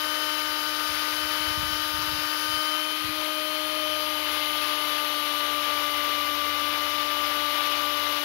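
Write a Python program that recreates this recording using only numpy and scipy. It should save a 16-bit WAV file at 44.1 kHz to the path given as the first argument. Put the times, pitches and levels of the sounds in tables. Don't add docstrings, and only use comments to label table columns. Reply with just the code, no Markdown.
import sys
import numpy as np
from scipy import signal
from scipy.fft import rfft, irfft, next_fast_len
from scipy.io import wavfile
from scipy.ndimage import uniform_filter1d

SR = 44100
rng = np.random.default_rng(int(sys.argv[2]) if len(sys.argv) > 2 else 0)


def waveform_to_disk(signal):
    frames = np.transpose(np.atleast_2d(signal))
    scaled = np.clip(frames, -1, 1) * 32767
    samples = np.round(scaled).astype(np.int16)
    wavfile.write(sys.argv[1], SR, samples)


N = 363384
T = np.arange(N) / SR
GEAR = 15


def whine(turn, pose):
    # order, level/dB sideways, lifted, leaning, upright
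    strong_orders = [(1, -39.3, -37.8, -39, -39.5), (2, -44, -34.5, -38.5, -37), (3, -40, -46, -43, -45),
                     (4, -33, -32.3, -30, -27.5), (5, -36.5, -42, -42, -42), (10, -32, -32.5, -33.5, -34)]
    # order, level/dB sideways, lifted, leaning, upright
    weak_orders = [(6, -46, -67, -58, -61), (7, -50, -46, -43, -42), (8, -47, -43, -51, -45),
                   (9, -45, -48, -44, -52), (11, -46, -43, -43, -49), (12, -48, -67, -49, -46),
                   (13, -42, -44, -45, -44), (14, -56, -42, -46, -51), (15, -44, -47, -44, -48),
                   (16, -43, -47, -48, -51), (17, -51, -65, -53, -48), (18, -52, -55, -60, -53),
                   (19, -59, -54, -54, -53), (20, -56, -53, -56, -55), (21, -56, -65, -58, -62),
                   (22, -58, -58, -56, -59), (24, -60, -67, -67, -65), (25, -58, -67, -67, -67),
                   (30, -49, -52, -53, -56), (31, -61, -59, -59, -63), (32, -67, -59, -65, -64),
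                   (33, -61, -57, -53, -54), (34, -44, -46, -45, -55), (35, -52, -53, -53, -54),
                   (36, -50, -49, -48, -53), (37, -50, -52, -50, -55), (38, -55, -50, -51, -50),
                   (39, -49, -52, -50, -57), (40, -49, -47, -47, -50), (41, -52, -51, -45, -46),
                   (42, -52, -51, -51, -58), (43, -59, -64, -51, -55), (44, -53, -57, -54, -51),
                   (45, -57, -53, -49, -49), (46, -55, -57, -56, -58), (47, -65, -62, -61, -58),
                   (48, -59, -62, -66, -62), (49, -56, -60, -61, -63), (50, -54, -57, -56, -56),
                   (51, -53, -60, -59, -58), (52, -67, -67, -55, -55)]
    out, share = np.zeros(N), shares(pose, count=4)
    for order, *pose_db in strong_orders:
        level = amp(np.dot(pose_db, share) + swell(round(order)) + 0.86 * drift(25))
        phase = round(order) * turn + 0.22 * drift(15) + 2 * np.pi * rng.random()
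        out += level * np.sqrt(2) * np.sin(phase)
    for order, *pose_db in weak_orders:
        waver_db = 1.5 * drift(2) + 1.2 * drift(25)
        level = amp(np.dot(pose_db, share) + swell(order) + waver_db)
        phase = order * turn + .2 * drift(15) + 2 * np.pi * rng.random()
        out += level * np.sqrt(2) * np.sin(phase)
    return out


def swell(order):
    # t/s, shaft order, half length/s (to 1/e), level change/dB
    bumps = [(.1, 10, .3, 1.5), (.2, 2, 0.39, 5.5), (.9, 10, 0.29, -3.5), (1.3, 2, 0.11, 4.5),
             (1.45, 10, .22, 0.5), (2.1, 10, 0.34, -4), (2.605, 4, 0.16, 4), (2.618, 2, 0.12, 4.5),
             (2.7, 10, 0.25, 4), (3.0, 4, 0.31, -1.5), (3.032, 2, 0.12, -15.5), (3.05, 3, 0.12, -13),
             (3.096, 1, .07, 3), (3.1, 5, .07, -3), (3.098, 10, 0.084, -8), (3.75, 5, 0.11, -10),
             (3.88, 3, .1, -8), (3.897, 10, 0.12, 2.5), (3.9, 2, .15, 3), (4.05, 5, .07, -6),
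             (4.27, 4, 0.19, -3.5), (6.28, 3, .22, -11), (6.5, 2, 0.32, -2.5), (7, 5, .15, -6),
             (8.24, 4, .07, -7), (.1, 15, .25, -10), (2.55, 15, 0.14, 0), (2.55, 16, .15, 5),
             (3.148, 15, .15, 4), (3.85, 14, 0.13, -5), (4.05, 16, .18, 4)]
    return sum(db * np.exp(-((T - s) / half) ** 2) for s, which, half, db in bumps if round(which) == order)


def chuck(turn):
    # chuck order, relative level/dB
    chuck_orders = [(3, -10), (4, -0.5), (12, -10), (16, -4)]
    # t/s, level/dB
    hum_db = [(0, -60), (2.45, -59), (2.68, -69), (3.05, -66), (3.6, -62), (3.9, -56), (4.4, -54),
              (5.1, -60), (5.25, -57), (6.5, -52.5), (7, -54), (7.3, -55), (8.15, -56), (8.24, -64)]
    hum = np.zeros(N)
    for order, db in chuck_orders:
        level = amp(db + 1.8 * drift(8))
        hum += level * np.sin(round(order) * turn / GEAR + .4 * drift(6.2))
    return np.sqrt(2) * amp(curve(hum_db)) * hum


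def hiss(turn, pose):
    # f/Hz, level/dB per Hz sideways, lifted, leaning or upright
    spectrum = [(40, -87, -86.6, -93), (200, -85.5, -83.5, -82.5), (417, -75.5, -74.5, -72),
                (500, -69.5, -71.5, -69), (730, -73, -73, -70), (830, -70.5, -67, -65),
                (1310, -61, -63.5, -62.5), (1510, -63, -67, -65), (2480, -66, -64.5, -63),
                (3540, -66, -64.5, -61), (5070, -66.5, -71.5, -70.5), (6650, -77, -81, -78),
                (7700, -88, -87, -87.5), (8860, -84.5, -87.5, -88.5), (11320, -73.5, -74, -72.5),
                (13700, -77.5, -80, -79.5)]
    # t/s, level change/dB
    course_db = [(0, -0.5), (1.1, .4), (2.2, -.4), (2.6, 0), (3.5, -1), (3.85, 0), (4.2, -.8), (5.8, 0),
                 (6.4, -1), (7, -0.5), (7.8, .5), (8.12, 0.5), (8.24, -1)]
    shaft_throb = 0.13 * np.cos(turn) + 0.06 * np.cos(2 * turn + 0.92) + 0.042 * np.cos(3 * turn + 1.5)
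    throb = 1 + shaft_throb + 0.027 * np.cos(turn / GEAR)
    white = rng.standard_normal(N) * np.sqrt(SR / 2)
    noise = throb * amp(.5 * drift(8)) * white
    coloured = posed(patchy(noise, patchy_db=0.92), spectrum, np.minimum(pose, 2))
    return amp(curve(course_db)) * coloured


def patchy(x, patchy_db):
    z = signal.stft(x, nperseg=256)[2]
    patches = uniform_filter1d(rng.standard_normal(z.shape), size=5, axis=0)
    patches = uniform_filter1d(patches, size=8, axis=1)
    gain = amp(patchy_db * patches / patches.std())
    return signal.istft(z * gain, nperseg=256)[1][:N]


def draught():
    # f/Hz, relative level/dB
    air_spectrum = [(15, -30), (30, -17), (55, -1), (90, -12), (180, -25), (300, -32), (2000, -80)]
    # t/s, envelope peak level/dB, settled f/Hz
    strong_puffs = [(.482, -45, 55.4), (.895, -38, 70), (1.232, -38, 75), (1.402, -38, 90), (1.47, -39, 90),
                    (1.503, -32, 85), (1.572, -30, 101), (1.59, -31, 90), (1.626, -32, 130),
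                    (1.66, -37, 70), (1.703, -38, 151), (1.723, -32, 78), (1.793, -41, 75),
                    (1.855, -41, 65), (1.937, -32, 70), (1.985, -34, 100), (2.022, -36, 90),
                    (2.072, -36, 110), (2.114, -35, 101), (2.13, -30, 94), (2.18, -35.5, 140),
                    (2.499, -34, 65), (2.535, -44, 80), (2.567, -39, 120), (3.042, -32, 94.5),
                    (3.09, -35, 99)]
    rumble = colour(rng.standard_normal(N), air_spectrum)
    out, stir, t = np.zeros(N), np.zeros(N), np.arange(4000) / SR
    puffs = strong_puffs + small_puffs()
    for (s, db, hz), phase in zip(puffs, rng.random(len(puffs))):
        u = t * hz / .6
        shape = amp(db) * u * np.exp(1 - u)
        swing = np.sin(2 * np.pi * (hz * t + phase - 0.68 * np.exp(-t / 0.0024)))
        start = round(s * SR)
        out[start:][:len(t)] += shape * swing
        stir[start:][:len(t)] += shape
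    turbulence = uniform_filter1d(stir, size=3000) * rumble / rumble.std()
    return out + amp(-2.5) * turbulence


def small_puffs():
    # start t/s, end t/s
    gusts = [(.87, 1.0), (1.12, 1.46), (2.2, 2.26), (2.43, 2.49), (3.0, 3.03), (3.13, 3.19)]
    gap_s = .045
    middle_db, spread_db, low_hz, high_hz = -47.5, 3, 55, 110
    at = np.concatenate([np.arange(start, end, gap_s) for start, end in gusts])
    late, size, pitch = rng.random((len(at), 3)).T
    times = at + gap_s * late / 2
    levels = middle_db + spread_db * (2 * size - 1)
    return list(zip(times, levels, low_hz + (high_hz - low_hz) * pitch))


def amp(db):
    return 10 ** (np.asarray(db) / 20)


def curve(rows, column=1):
    return np.interp(T, np.array(rows)[:, 0], np.array(rows)[:, column])


def colour(x, points, column=1):
    size = next_fast_len(N)
    hz, p = np.fft.rfftfreq(size, 1 / SR), np.array(points)
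    gain = amp(np.interp(np.log(hz + 1), np.log(p[:, 0]), p[:, column]))
    return irfft(rfft(x, size) * gain, size)[:N]


def drift(per_s):
    knots_hz = 400
    knots = rng.standard_normal(int(N / SR * knots_hz) + 2)
    knots = uniform_filter1d(knots, max(int(knots_hz / per_s), 1))
    return np.interp(T * knots_hz, np.arange(len(knots)), knots / knots.std())


def shares(pose, count):
    return [np.clip(1 - abs(pose - k), 0, 1) for k in range(count)]


def posed(x, table, pose):
    parts = shares(pose, len(table[0]) - 1)
    return sum(share * colour(x, table, column=k + 1) for k, share in enumerate(parts))


def scene():
    # t/s, shaft f/Hz
    shaft_speed = [(0, 304.7), (.3, 304.6), (.5, 303.2), (1, 303.1), (1.4, 304.2), (1.62, 303.4),
                   (2.35, 303.2), (2.55, 306.1), (3.1, 306.9), (3.75, 306.8), (4.0, 305.0), (4.3, 301.6),
                   (4.5, 300.5), (4.7, 300.4), (4.87, 299.2), (5.05, 298.6), (5.3, 296.4), (5.7, 296.3),
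                   (6.15, 295.1), (6.5, 295.0), (6.85, 296.4), (7.2, 295.8), (8.24, 294.6)]
    # t/s, pose (0 sideways, 2 leaning, 3 upright on the steel; 1 lifted)
    poses = [(0, 0), (2.65, 0), (2.78, .6), (3.1, 1), (3.9, 1), (4.3, 2), (5.1, 2), (5.6, 3)]
    # f/Hz, level/dB sideways, level/dB in the other poses
    blocked = [(60, -13, -19), (200, -14, -14), (300, -16.5, -22.5), (614, -27, -27), (900, -39, -40),
               (1250, -33, -37), (1820, -31.5, -41), (2880, -26, -30.5), (3500, -50, -44),
               (4800, -32.5, -45), (7900, -31, -35), (9500, -40, -37), (11800, -19, -27.5),
               (15700, -30, -27)]
    lead = 6
    pose = curve(poses)
    turn = 2 * np.pi * np.cumsum(curve(shaft_speed)) / SR
    turn = turn + .022 * drift(30)
    tones = whine(turn, pose) + chuck(turn)
    near, scattered = hiss(turn, pose), hiss(turn, pose)
    direct, sideways = .8 * tones + .35 * near, shares(pose, count=1)[0]
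    arriving = sideways * np.roll(direct, -lead) + (1 - sideways) * direct
    through = arriving + .95 * scattered
    right = posed(through, blocked, np.minimum(pose, 1)) + draught()
    return np.array([tones + near, right])


def record(dry):
    edge_hz = 15740
    lowpass = signal.firwin(2047, edge_hz, window=("kaiser", 9), fs=SR)
    return signal.oaconvolve(dry, lowpass[None], "same")


dry = scene()
out = record(dry)
waveform_to_disk(out)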